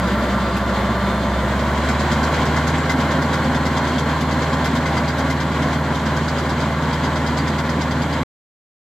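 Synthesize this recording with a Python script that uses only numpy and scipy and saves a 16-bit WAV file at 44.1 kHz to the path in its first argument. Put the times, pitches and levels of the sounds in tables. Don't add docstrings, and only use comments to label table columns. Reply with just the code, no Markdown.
import sys
import numpy as np
from scipy import signal
from scipy.fft import rfft, irfft, next_fast_len
from scipy.io import wavfile
from scipy.ndimage import uniform_filter1d, map_coordinates

SR = 44100
rng = np.random.default_rng(int(sys.argv[2]) if len(sys.argv) > 2 else 0)


def wav_record(signal):
    frames = np.transpose(np.atleast_2d(signal))
    bounded = np.clip(frames, -1, 1)
    quanta = np.round(bounded * 32767).astype(np.int16)
    wavfile.write(sys.argv[1], SR, quanta)


def linear_from_db(decibels):
    return 10 ** (np.asarray(decibels, float) / 20)


N = 389824

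# (time [s], firing rate [Hz])
ENGINE_SPEED = [(0, 66.05), (1.3, 66.1), (1.45, 67.2), (1.6, 69.9), (1.75, 72.2), (1.98, 74.1),
                (2.23, 75.9), (2.48, 77.05), (2.73, 77.85), (2.98, 78.25), (3.5, 78.17), (6, 78.2),
                (8.3, 78.3)]
# (multiple of firing [ratio], level [dB])
WEAK_ORDERS = [(0.749, -56.5), (1.4, -43.5), (1.5, -62), (2.75, -36.5), (3.25, -36), (3.5, -38),
               (5.25, -47), (5.75, -45), (7, -50.5), (8, -46)]
# (harmonic [number], level [dB], load group [index])
PUMP_HARMONICS = [(1, -36, 0), (2, -38, 0), (3, -48, 0), (5, -55, 1), (6, -46, 1), (7, -51, 2), (8, -52, 3),
                  (9, -64, 2)]
# (harmonic [number], level [dB])
GEAR_MESH = [(1, -36), (2, -35.5), (3, -56.5), (4, -51.5)]
# (idle [dB], added at full speed [dB], added under throttle [dB], share of distance loss [ratio])
PUMP_LAWS = [
    (1, -9.5, -0.5, .7),
    (-8, 3, -.5, 1.5),
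    (-9, -9, -.5, .1),
    (-4, -14, -3, .1),
]
# (group [index], start [s], end [s], gain [dB])
PUMP_SWELLS = [
    (1, 0.2, 1.43, 7.5),
    (1, 0.8, 1.43, 4),
    (2, .2, 1.3, 8.5),
    (2, .7, 1.43, 4),
    (3, -.2, .6, 7.5),
    (1, 1.75, 2.55, 5),
    (1, 3.35, 4.75, 5.5),
]
# (frequency [Hz], level [dB], t60 [s])
TINE_HEADS = [(1505, -2.5, 0.054), (2051, -4, 0.093), (3190, -10.5, 0.11), (3486, -8, 0.049),
              (3840, -14, 0.046), (4200, -20.5, 0.054), (5280, -16, .07), (6160, -22.5, .07),
              (6530, -21.5, .06), (7109, -25, .06), (8300, -22.5, 0.065), (9597, -28, .07),
              (10700, -30.5, 0.062), (11137, -27, 0.067), (11936, -27.5, .07)]
# (time [s], peak [dB], high spray over peak [dB])
LOOSE_KNOCKS = [
    (0.0687, -29, -23),
    (0.2194, -34, -21.5),
    (0.564, -29, -13),
    (0.6894, -32.5, -21.5),
    (1.5894, -31.5, -20.5),
    (1.6794, -36.5, -21),
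    (1.7694, -31, -24.5),
]
# (time [s], peak [dB], high spray over peak [dB])
ODD_STROKES = [(1.9939, -25.5, -26.5), (2.1131, -23, -26), (2.2283, -23, -26.5), (2.5611, -23.5, -27),
               (2.6687, -22.5, -23), (2.7744, -33, -22.5), (2.8934, -20.5, -19.5), (3.328, -25, -19),
               (3.4424, -34.5, -22), (3.6531, -25, -23), (3.7658, -24.5, -27.5), (3.9809, -23.5, -25),
               (4.0881, -31.5, -23.5), (4.2049, -27, -17), (4.6433, -23, -17.5), (4.749, -24.5, -20.5),
               (4.8559, -25.5, -26), (4.9666, -25.5, -23), (5.0764, -26, -21.5), (5.299, -24.5, -20.5),
               (5.5154, -35, -22), (5.6194, -26.5, -23), (5.8374, -38.5, -24), (6.2776, -25.5, -27.5),
               (6.7181, -36.5, -25), (6.8194, -33.5, -25), (7.1557, -27, -24), (7.2617, -26, -27),
               (7.3708, -25, -25), (7.8102, -25.5, -27)]
# (time [s], level [dB])
FAN_LEVEL = [(0, -23.5), (1, -30), (2, -28.5), (3, -25.5), (4, -30), (5, -27.5), (6, -29.5), (7, -29.5),
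             (8.3, -26.5)]
# (frequency [Hz], density [dB per Hz])
BODY_COLOUR = [(18, -43.5), (30, -29.5), (63, -11.5), (113, -6.5), (152, -2), (194, -2.5), (252, -3.5),
               (417, -4), (595, -5), (744, -8), (1020, -3), (1260, -5.5), (1540, -9), (2160, -15.5),
               (2600, -51.5), (3380, -60), (5720, -120)]
# (frequency [Hz], density [dB per Hz])
CLATTER_COLOUR = [(1290, -30), (2200, -1.5), (2660, -8), (3250, -3), (3720, -8.5), (3960, -6.5),
                  (4790, -12.5), (5680, -18), (6620, -15), (8050, -19.5), (9500, -43.5), (12400, -63.5),
                  (20900, -120)]
# (frequency [Hz], density [dB per Hz])
HISS_COLOUR = [(6000, -30), (8500, -4), (9300, -10), (10300, -6.5), (11200, 0), (12300, -4), (13200, -7),
               (13800, -7), (14200, -3.5), (14900, -7), (15700, -8)]
# (centre [Hz], width [Hz], depth [0-1])
REFLECTION_DIPS = [(783, 63, 0.29), (1252, 117, 0.74), (440, 90, 0.5), (164, 37, 0.31)]
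# (frequency [Hz], likeness [-1 to 1])
PORT_LIKENESS = [(60, 0.89), (130, 1.0), (290, 0.98), (640, 0.98), (1410, 0.91), (3100, 0.72), (6820, 0.37),
                 (15000, -0.06)]
# (frequency [Hz], left minus right [dB])
PORT_TILT = [(60, -.4), (1300, -.4), (2400, 1), (3400, 0), (4400, -5.5), (5600, -2), (7000, 7), (8800, 8),
             (11000, 1), (15000, -.5)]
# (frequency [Hz], left lead [radians])
PORT_LEAD = [(60, 0), (300, -.03), (700, 0), (1800, .4), (3500, -.1), (4500, .7), (6100, -.1), (7600, 1.2),
             (9000, 1)]

SHARED_ONLY = np.array([[1], [0]])


def exhaust(turns):
    out = line(turns, 0.99, law((-26, -.3, 2.5, .3)), sway_db=0.31, drift=.05)
    out += line(turns, 2, law((-38, 11, 2, 0.34)), sway_db=.8, drift=.1)
    out += line(turns, 7 / 4, law((-33, 3.5, -1, 0.22)), sway_db=.8, drift=0.11)
    out += line(turns, 3, law((-29, -4, 1.5, .5)), sway_db=2.5, drift=.4)
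    for multiple, db in WEAK_ORDERS:
        out += line(turns, multiple, db, sway_db=2.5, drift=0.47)
    return out


def pump(turns):
    load_db = [pump_load(group) for group in range(len(PUMP_LAWS))]
    return sum(line(turns, 9 * k, db + load_db[group], sway_db=2.2, drift=.8) for k, db, group in PUMP_HARMONICS)


def pump_load(group):
    t = np.arange(N) / SR
    level = law(PUMP_LAWS[group])

    def opened(s):
        return (1 + np.tanh((t - s) / .06)) / 2

    for swell_group, start, end, db in PUMP_SWELLS:
        if round(swell_group) == group:
            level = level + db * (opened(start) - opened(end))
    return level


def gears(turns):
    gear_db = law((0, 6.5, -1.5, 2.9))
    out = np.zeros(N)
    for k, db in GEAR_MESH:
        softening_db = 4 * (k > 1) * (turns > 100)
        out += line(turns, 41 / 4 * k, db + gear_db * np.sqrt(k) - softening_db, sway_db=1.5, drift=.5)
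    return out


def line(turns, multiple, db, sway_db, drift):
    knots = rng.standard_normal((2, 160))
    size, slip = (np.interp(np.arange(N), np.linspace(0, N, 160), row) for row in knots)
    return np.sqrt(2) * linear_from_db(db + sway_db * size) * np.cos(2 * np.pi * multiple * turns + drift * slip)


def tines(turns):
    arm = [(4700, 0, .08), (4900, 0, .07)]
    pin = [(7435, 0, .13)]
    t = np.arange(SR // 8) / SR
    ring, low, mid, high = np.zeros((4, N + SR))
    for s, db, low_db, high_db, arm_db, pin_db in strokes(turns):
        rattle_s = 0.029 + 0.0013 * (db + 25)
        rattle = (1 - np.exp(-t / 0.0032)) / (1 + (t / rattle_s) ** 4)
        rattle *= 1 + .2 * np.exp(-t / .008)
        at = slice(round(s * SR), round(s * SR) + len(t))
        ring[at] += linear_from_db(db - 3) * struck(TINE_HEADS, t, scatter_db=3.5)
        ring[at] += linear_from_db(db + 1.1 * arm_db - 5) * struck(arm, t, scatter_db=3)
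        ring[at] += linear_from_db(db + 2 * pin_db + 19) * struck(pin, t, scatter_db=2.5)
        low[at] += linear_from_db(db + low_db - 9) * rattle
        mid[at] += linear_from_db(db - 11.5) * rattle
        high[at] += linear_from_db(db + high_db - 4) * rattle
    grit = linear_from_db(1.4 * wobble(250))
    low_colour = [(300, -26), (900, 4.5), (1600, 0), (2300, -7.5), (3300, -15.5), (4200, -40)]
    mid_colour = [(2500, -26.5), (4000, 3), (5000, -1.5), (6500, -1), (8000, -8), (9200, -32.5)]
    high_colour = [(8000, -30), (9500, -4), (11200, 0), (13000, -4), (15500, -8)]
    spray = low[:N] * rush(low_colour, patchy_db=5.5)
    spray += mid[:N] * rush(mid_colour, patchy_db=0.5)
    spray += high[:N] * linear_from_db(2.2 * wobble(400)) * rush(high_colour, patchy_db=2.5)
    unshared_ring = np.roll(ring, shift=40)
    return np.array([ring[:N], unshared_ring[:N]]) + grit * spray


def strokes(turns):
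    count, firings_per_stroke, first_s = 58, 8.531, 1.8845
    geared = np.interp(first_s * SR, np.arange(N), turns) + firings_per_stroke * np.arange(count)
    at = np.interp(geared, turns, np.arange(N)).astype(int)
    scatter_db = [.8, 3, 2, 1.5]
    size, low, high, arm = (rng.standard_normal((count + len(LOOSE_KNOCKS), 4)) * scatter_db).T
    peak_db = law((-26.3, 0, 3, .3))[at] + size[:count]
    rows = np.array([at / SR, peak_db, -24.5 + high[:count]]).T
    for row in ODD_STROKES:
        rows[np.abs(at / SR - row[0]).argmin()] = row
    s, db, high_db = np.vstack([LOOSE_KNOCKS, rows]).T
    pings_s = [1.88, 1.99, 2.23, 2.77, 4.53, 4.64]
    caught = np.abs(s[:, None] - pings_s).min(axis=1) < .03
    pin_db = np.where(caught, -16.5 - (db + 26) / 2, -26)
    low_db = -24 - db - .3 * s + low
    arm_db = -14 + .75 * s + arm
    return zip(s, db, low_db, high_db, arm_db, pin_db)


def struck(modes, t, scatter_db):
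    hz, level, t60 = np.transpose(modes)[:, :, None]
    latest_s = [[[.004]], [[.016]], [[.03]]]
    late = np.clip(t - latest_s * rng.random((3, len(hz), 1)), 0, None)
    strength_db = level + rng.normal(0, scatter_db, (3, len(hz), 1))
    return (linear_from_db(strength_db - 60 * late / t60) * np.sin(2 * np.pi * hz * late)).sum((0, 1))


def engine_noise(turns):
    beat = np.cos(2 * np.pi * turns) + 0.44 * np.cos(np.pi / 2 * turns)
    shake = wobble(14)
    body_db = law((-22.5, 3, 0.1, 0.96)) + 1.5 + 0.26 * beat + 0.51 * shake
    clatter_db = law((-35.5, 3, 0.7, 0.73)) + 0.32 * beat + .5 * shake + 1.1 * wobble(40)
    bonnet_db = law((-32, -0.5, 2, 1.9)) + .7 * shake
    hiss_db = law((-60, 7, -1, .3)) + .6 * beat + .5 * wobble(25)
    bonnet_colour = [(400, -31), (520, 5), (600, 1), (690, 2.0), (850, -33)]
    out = linear_from_db(body_db) * rush(BODY_COLOUR, patchy_db=0.5)
    out += linear_from_db(clatter_db) * rush(CLATTER_COLOUR, patchy_db=0.5)
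    out += linear_from_db(bonnet_db) * rush(bonnet_colour, patchy_db=2.5)
    return out + linear_from_db(hiss_db) * rush(HISS_COLOUR, patchy_db=1.0)


def fan(turns):
    blade_phase = 2 * np.pi * 3.1 * turns
    hump = wobble(70) * np.cos(blade_phase) + wobble(70) * np.sin(blade_phase)
    skirts = .65 * wobble(220) * np.cos(2 * np.pi * 3.2 * turns)
    throb_db = 0.99 * np.cos(np.pi / 2 * turns)
    blades = linear_from_db(1.5 * wobble(18) + throb_db) * (hump + skirts)
    return linear_from_db(curves(FAN_LEVEL)[0]) * unit(blades)


def ground(hz):
    return np.prod([1 - np.clip(depth, 0, .95) / (1 + ((hz - centre) / width * 2) ** 2)
                    for centre, width, depth in REFLECTION_DIPS], axis=0)


def law(row):
    idle_db, full_db, surge_db, share = row
    idle_hz, full_hz, surge_hz_per_s = 66.1, 78.2, 6
    away_per_s = 0.094
    speed, = curves(ENGINE_SPEED)
    rise = uniform_filter1d(np.gradient(speed) * SR, size=SR // 5)
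    surge = np.tanh(rise / surge_hz_per_s)
    distance_db = 20 * np.log10(1 + away_per_s * np.arange(N) / SR)
    return idle_db + full_db * (speed - idle_hz) / (full_hz - idle_hz) + surge_db * surge - share * distance_db


def rush(spectrum, patchy_db):
    z = signal.stft(rng.standard_normal((2, N)), nperseg=512)[2]
    field = uniform_filter1d(rng.standard_normal(z.shape[1:]), size=5, axis=0)
    field = uniform_filter1d(field, size=10, axis=1)
    pair = signal.istft(z * linear_from_db(patchy_db * unit(field)), nperseg=512)[1][:, :N]
    return unit(filtered(pair, lambda hz: linear_from_db(along(spectrum, hz))))


def wobble(rate):
    knots = rng.standard_normal(int(N * rate / SR) + 4)
    return map_coordinates(knots, [np.arange(N) * rate / SR])


def filtered(x, response):
    m = next_fast_len(N + 8192)
    return irfft(rfft(x, m) * response(np.fft.rfftfreq(m, 1 / SR)), m)[..., :N]


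def unit(x):
    return x / np.sqrt(np.mean(x ** 2) + 1e-20)


def along(points, hz):
    f, v = np.transpose(points)
    return np.interp(np.log(hz + 1), np.log(f + 1), v)


def curves(rows):
    s, *cols = np.transpose(rows)
    return [np.interp(np.arange(N) / SR, s, c) for c in cols]


def scene():
    turns = np.cumsum(curves(ENGINE_SPEED)[0]) / SR
    tones = exhaust(turns) + pump(turns) + gears(turns)
    noise = engine_noise(turns) + fan(turns) * SHARED_ONLY
    field = tines(turns) + tones * SHARED_ONLY + filtered(noise, ground)

    def split(hz):
        angle = np.arccos(np.clip(along(PORT_LIKENESS, hz), 0, 1)) / 2
        return np.array([np.cos(angle), np.sin(angle)])

    def ports(hz):
        left = linear_from_db(along(PORT_TILT, hz) / 2) * np.exp(.5j * along(PORT_LEAD, hz))
        return np.array([left, 1 / left])

    mid, side = filtered(field, split)
    return filtered(np.array([mid + side, mid - side]), ports)


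def roll_off(x):
    return signal.sosfilt(signal.butter(12, 15880, fs=SR, output="sos"), x)


def record(dry):
    dry = filtered(dry, lambda hz: hz < 15750)
    cut_s, fade_s = 8.2345, 0.0019
    gate = np.clip((cut_s - np.arange(N) / SR) / fade_s, 0, 1)
    return roll_off(dry * gate)


dry = scene()
out = record(dry)
wav_record(out)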